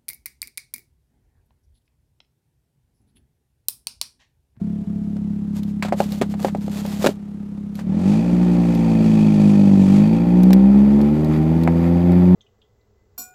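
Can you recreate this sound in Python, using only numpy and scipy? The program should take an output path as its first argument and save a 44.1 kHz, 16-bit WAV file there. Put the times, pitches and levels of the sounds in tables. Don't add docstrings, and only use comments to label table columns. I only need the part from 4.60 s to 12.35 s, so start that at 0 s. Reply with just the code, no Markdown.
import sys
import numpy as np
from scipy import signal
from scipy.fft import rfft, irfft
from scipy.io import wavfile
from scipy.ndimage import uniform_filter1d

SR = 44100
rng = np.random.default_rng(int(sys.argv[2]) if len(sys.argv) > 2 else 0)


def store_wav(level_fs):
    pcm = np.round(np.clip(np.atleast_2d(level_fs), -1, 1) * 32767)
    wavfile.write(sys.argv[1], SR, pcm.T.astype(np.int16))


N = 341775
T = np.arange(N) / SR
SIZE = 16384
FREQ = np.maximum(np.fft.rfftfreq(SIZE, 1 / SR), 1)
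THROTTLE_S, THROTTLE_RISE_S = 3.189, 0.22


def undb(db):
    return 10 ** (np.asarray(db) / 20)


def unit(x):
    return x / np.sqrt(np.mean(x ** 2))


def curves(table):
    s, *columns = np.transpose(table)
    return [np.interp(T, s, column) for column in columns]


def slope(points):
    hz, db = np.transpose(points)
    return undb(np.interp(np.log(FREQ), np.log(hz), db))


def resonances(modes):
    power = 0
    for hz, width, db in modes:
        detuning = (FREQ / hz - hz / FREQ) * hz / width / 1.5
        power = power + (undb(db) / (1 + detuning ** 2 * 2)) ** 2
    return np.sqrt(power)


def ring(gain):
    cepstrum = irfft(np.log(gain + 1e-6))
    cepstrum[1:SIZE // 2] *= 2
    cepstrum[SIZE // 2 + 1:] = 0
    return irfft(np.exp(rfft(cepstrum)))


def through(x, gain):
    return signal.fftconvolve(x, ring(gain))[:len(x)]


def noise(points, envelope=1):
    return unit(through(envelope * rng.standard_normal(N), slope(points)))


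def walk(rate_hz):
    k = max(int(SR / rate_hz), 2)
    steps = np.repeat(rng.standard_normal(N // k + 1), k)
    return unit(uniform_filter1d(uniform_filter1d(steps, k), k)[:N])


def add(out, s, sound):
    i = int(s * SR)
    out[i:i + len(sound)] += sound[:N - i]


def swell(s, length):
    return np.cos(np.pi * np.clip((T - s) / length, -.5, .5)) ** 2


def burst(t60):
    return rng.standard_normal(SIZE) * undb(-60 * T[:SIZE] / t60)


def firings(turns, load, load_scatter_db=1.0, misfire_s=.25, misfire_db=-15):
    jitter_s, idle_scatter_db = .00003, .8
    rotor_gap_db = 1.3
    count = np.arange(1, int(turns[-1]) + 1)
    at = np.interp(count, turns, T)
    chance = rng.standard_normal((len(at), 2))
    idling = 1 - np.interp(at, T, load)
    scatter = load_scatter_db + idling * (idle_scatter_db - load_scatter_db)
    size = undb(chance[:, 0] * scatter + idling * rotor_gap_db * (count % 2 - 1.0))
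    size[np.argmin(abs(at - misfire_s))] *= undb(misfire_db)
    place = np.clip((at + jitter_s * chance[:, 1]) * SR, 0, N - 2)
    i = place.astype(int)
    pulses = np.zeros(N)
    pulses[i], pulses[i + 1] = size * (1 - place % 1), size * (place % 1)
    return pulses


def exhaust(pulses, hz, load, soft_hz=270, bark_db=0.0, pipe_hz=370, pipe_width_hz=70, pipe_db=0):
    # [dB, relative]
    cabin = [(69.3, 30.7, -17), (90.3, 22.8, -10), (108.2, 27, -15), (158.5, 28.7, -3.5), (186.04, 20.1, 4),
             (202.2, 21.8, 3.5), (216.9, 13.8, -1), (245.8, 49.6, -9.5), (297.7, 63.4, -10.5),
             (357, 15.6, -17.5), (380, 15, -20), (509, 47.4, -21.5), (602, 26, -29), (687, 44, -36.5),
             (790.3, 39, -26), (905, 41, -30), (1023, 55, -40)]
    boom_db = -13.5
    null_hz, null_half_width_hz, null_db = 128.6, 6.2, -9
    null = undb(null_db / (1 + ((FREQ - null_hz) / null_half_width_hz) ** 2))
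    full = through(pulses, null * resonances(cabin))
    low_pass = signal.butter(3, soft_hz, fs=SR, output="sos")
    soft = signal.sosfiltfilt(low_pass, np.pad(full, SIZE))[SIZE:-SIZE]
    bark = load * undb(bark_db) * (full - soft)
    pipe = signal.lfilter(*signal.iirpeak(pipe_hz, pipe_hz / pipe_width_hz, fs=SR), bark)
    boom = soft + bark + undb(pipe_db) * np.interp(hz, [60, 76], [0, 1]) * pipe
    return boom * SR / hz / np.sqrt(2) * undb(boom_db)


def idle_air(turns, air_db=-44, throb=0.22):
    # [dB, relative]
    air_colour = [(30, 1), (200, 11), (400, 5), (550, -5), (820, -6.5), (1120, -13), (1250, -11),
                  (1550, -16), (2500, -19.5), (5000, -26.5), (8000, -29), (15500, -38.5)]
    # [dB, rms]
    whine = [(420, -53), (673, -56)]
    half_faded_s, fade_s = .68, 0.5
    air = undb(air_db) * noise(air_colour, np.exp(throb * np.cos(2 * np.pi * turns)))
    tones = np.zeros(N)
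    for hz, db in whine:
        cycles = np.cumsum(hz * (1 + 0.0022 * walk(20))) / SR
        tones += undb(db) * np.sqrt(2) * np.sin(2 * np.pi * cycles)
    return air + tones * np.clip((half_faded_s - T) / fade_s + .5, 0, 1)


def rubbing(rub_db=2.5, grain_db=0.0, catch_db=2.5, crackle_db=-5, fidget_spread_db=2.5):
    # [dB, relative]
    skin = [(150, -23), (400, 16), (800, 11.5), (1300, 4), (2200, 2.5), (4500, 2), (5700, -1.5), (7200, 0),
            (9500, -7), (12000, -4), (15500, -11)]
    # [dB, before the gain rub_db]
    rubs = [(0.972, 0.11, -50.5), (1.082, .12, -58), (1.425, 0.16, -39.5), (1.538, 0.27, -46),
            (1.709, 0.084, -46), (1.841, 0.15, -38), (2.045, 0.28, -51.5), (2.164, 0.16, -42.5),
            (2.327, 0.38, -41.5), (2.461, 0.17, -35), (3.188, 0.13, -52)]
    fidget_end_s, fidget_growth_db_per_s = 2.56, 7
    fidget_db = -56.5
    strokes = sum(undb(db) * swell(s, length) for s, length, db in rubs)
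    left_s = np.maximum(fidget_end_s - T, 0)
    fidget_level = fidget_db - fidget_growth_db_per_s * left_s + fidget_spread_db * walk(13.98)
    fidget = (left_s > 0) * undb(fidget_level)
    slips = noise(skin, undb(grain_db * walk(900) + catch_db * walk(60)))
    crackles = noise(skin, rng.random(N) < 250 / SR)
    return undb(rub_db) * np.hypot(strokes, fidget) * (slips + undb(crackle_db) * crackles)


def knocks(thud_db=3, crack_db=0, spread=0.91, chatter=0.04, chatter_s=0.08):
    # [dB, relative]
    case_modes = [(171, 160, 9.5), (378, 103, 1.5), (548, 120, -0.5), (730, 300, -2.5), (915, 110, -22),
                  (1260, 62, -18), (1710, 440, -17.5), (2260, 720, -12.5)]
    # [s, to fall 60 dB]
    hits = [(.567, -36, 805, -41.5, 0.023), (1.225, -14, 2206, -22.5, 0.081), (1.249, -18, 790, -31, 0.14),
            (1.284, -24, 885, -33, 0.053), (1.324, -7.5, 780, -31.5, 0.086), (1.403, -5, 690, -20.5, .035),
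            (1.614, -9.5, 330, -22.5, 0.06), (1.619, -12.5, 650, -24, 0.066), (1.740, -25, 930, -38.5, .05),
            (1.796, -31, 750, -41, .05), (1.847, -6, 656, -24.5, 0.048), (1.883, -21, 900, -34.5, 0.085),
            (1.949, -14.5, 613, -33.5, 0.026), (2.08, -20.5, 520, -38, 0.022),
            (2.252, -22, 699.3, -35, .06), (2.443, -7.5, 510, -20.5, .044), (2.451, -12, 500, -20, 0.024),
            (2.462, -4.5, 420, -10.5, 0.023), (2.469, -14, 420, -11.5, 0.033),
            (2.489, -11.5, 450, -37, 0.11), (2.975, -41, 811, -55, 0.081), (3.191, -30, 880, -38.5, .13),
            (5.906, -16, 756, -26.5, 0.027), (5.931, -22, 1490, -29.5, 0.031),
            (6.406, -20.5, 898, -45, .023), (7.076, -9, 1210, -30, .025)]
    # [dB, relative]
    crack_colour = [(300, -0.5), (900, 11), (1300, 10.5), (2200, 5), (3200, 1), (4200, 0.5), (5500, -6.5),
                    (7700, -5), (9500, -12), (12500, -15.5), (15500, -17)]
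    thuds, cracks, case = np.zeros(N), np.zeros(N), resonances(case_modes)
    for s, db, hz, sharp_db, t60 in hits:
        push = chatter * burst(chatter_s)
        push[0] += 1
        landing = 1 / (1 + (np.log(FREQ / hz) / spread) ** 2) ** 2
        thud = through(push, case * landing)
        add(thuds, s, undb(db + thud_db) * thud / abs(thud).max())
        add(cracks, s, undb(sharp_db + crack_db) * burst(t60))
    return thuds + through(cracks, unit(slope(crack_colour)))


def ticks(tick_db=-2, t60=0.027):
    # [dB, before the gain tick_db]
    clicks = [(1.032, -35), (1.521, -27.5), (2.263, -31), (3.154, -35), (4.15, -34), (5.833, -26),
              (5.931, -17), (6.414, -35.5), (6.646, -36), (7.035, -32), (7.519, -37)]
    # [dB, relative]
    tick_colour = [(800, -3.5), (2500, -2.5), (4200, 3.5), (6500, -6), (9500, -8), (11500, -4), (13500, -5),
                   (15500, -5.5)]
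    out = np.zeros(N)
    for s, db in clicks:
        add(out, s, undb(db + tick_db) * burst(t60))
    return through(out, unit(slope(tick_colour)))


def buzz(pulses, hz, load, uneven_db=1.0, chatter_s=0.074):
    # [dB, relative]
    trim = [(1800, 140, -12.5), (2317, 120, -5.5), (2493, 240, -2.5), (3310, 420, -14.5),
            (4550, 260, -11.5)]
    buzz_db, buzz_hz, buzz_width_hz = -44, 52.85, 7
    decay = undb(-60 * T[:SIZE] / chatter_s)
    shake = signal.fftconvolve(pulses * undb(uneven_db * walk(70)), decay)[:N]
    sympathy = load / np.hypot(1, 2 * (hz - buzz_hz) / buzz_width_hz)
    chatter = unit(through(shake * rng.standard_normal(N), resonances(trim)))
    return undb(buzz_db) * sympathy * chatter


def gas(turns, hz, load, roar_throb=0.31, rasp_throb=0.24, hiss_throb=0.2, rattle_db=1.0, waver_db=0.55):
    # [dB, relative]
    roar_colour, rasp_colour = [(60, -41), (150, -19), (260, 7.5), (360, 9), (440, 1.5), (520, 0.5),
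                                (600, 6), (700, -3), (800, 3), (900, -3.5), (1050, -15.5), (1500, -26.5),
                                (3000, -60)], [(600, -32), (1050, 7.5), (1200, 3.5), (1380, 6), (1550, -2),
                                              (1800, 4), (2100, 1.5), (2480, 0.5), (2700, -7), (3500, -8),
                                              (4200, -14.5), (4700, -9), (5400, -24.5), (15500, -44)]
    hiss_colour, whisper_colour = [(1500, -26), (2300, -1.5), (2800, 6.5), (3500, 4), (4500, 3.5),
                                   (5300, 1), (6800, 1), (8200, -1.5), (9500, -6), (15500, -18.5)], [(6000, -31), (9800, -2.5), (11500, 4.5), (13500, -1),
                                                 (15500, -1)]
    # start_s [s], level_db [dB]
    hiss_level = [(3.5, -46.5), (3.8, -50), (4.2, -49.5), (4.45, -46), (5.3, -46), (5.5, -51.5),
                  (6.0, -55.5), (6.5, -55.5), (7.75, -58)]
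    # middle_s [s], length_s [s], gain_db [dB]
    surges = [(3.515, 0.22, 3.5), (5.36, 0.34, 4), (6.743, 0.14, 6), (7.25, 0.17, 3.5)]
    roar_db, rasp_db, whisper_db = -31, -44, -61.5
    cruise_hz, whisper_db_per_octave = 55, 3
    spool_s = .45
    puff = np.cos(2 * np.pi * (turns - .25))
    surge = undb(sum(db * swell(s, length) for s, length, db in surges) + waver_db * walk(6.1))
    roar = undb(roar_db) * noise(roar_colour, np.exp(roar_throb * puff))
    rasp = undb(rasp_db) * noise(rasp_colour, np.exp(rasp_throb * puff) * undb(rattle_db * walk(180)))
    hiss_envelope = np.exp(hiss_throb * puff) * undb(1.2 * walk(50))
    hiss = undb(curves(hiss_level)[0]) * noise(hiss_colour, hiss_envelope)
    whisper_level = whisper_db + whisper_db_per_octave * np.log2(hz / cruise_hz)
    whisper = undb(whisper_level) * noise(whisper_colour)
    spool = 1 - np.exp(-np.maximum(T - THROTTLE_S, 0) / spool_s)
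    return load * (roar + surge * (rasp + load * (hiss + spool * whisper)))


def scene(idle_load=0.11, gas_follows_loudness=0.43):
    # start_s [s], firing_rate_hz [Hz]
    speed = [(3.17, 34.05), (3.3, 38.2), (3.4, 44.7), (3.48, 49.9), (3.53, 52.7), (3.65, 58.23),
             (3.82, 59.62), (4.22, 56.45), (4.69, 52.97), (5.27, 47.76), (5.5, 55.08), (5.81, 61.17),
             (6.15, 68.0), (6.41, 71.3), (6.52, 74.3), (6.6, 76.75), (6.79, 77.3), (6.95, 81.5),
             (7.25, 84.7), (7.75, 91.22)]
    # [dB, relative]
    loudness = [(0, -11.5), (2.44, -14), (2.54, -20.5), (3.22, -16.5), (3.29, -9.5), (3.5, -4),
                (3.85, -0.5), (5.2, -1), (6.0, 1.2), (6.6, -0.5), (7.75, 2.3)]
    idle_extra_hz, idle_settle_s = 1.1, 1.1
    hz = curves(speed)[0] + idle_extra_hz * np.exp(-T / idle_settle_s)
    load = np.clip((T - THROTTLE_S) / THROTTLE_RISE_S, 0, 1)
    loudness_db = curves(loudness)[0]
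    turns = np.cumsum(hz) / SR + .45
    pulses = firings(turns, load)
    boom = exhaust(pulses, hz, np.maximum(load, idle_load))
    shaken = undb(loudness_db) * (boom + buzz(pulses, hz, load))
    air = idle_air(turns) + undb(gas_follows_loudness * loudness_db) * gas(turns, hz, load)
    return (shaken + air + rubbing() + knocks() + ticks())[None]


def record(dry):
    ceiling, top_hz = .8, 15500
    rounded = dry / (1 + (dry / ceiling) ** 10) ** (1 / 10)
    return signal.sosfilt(signal.ellip(10, .2, 80, top_hz, fs=SR, output="sos"), rounded)


dry = scene()
out = record(dry)
store_wav(out)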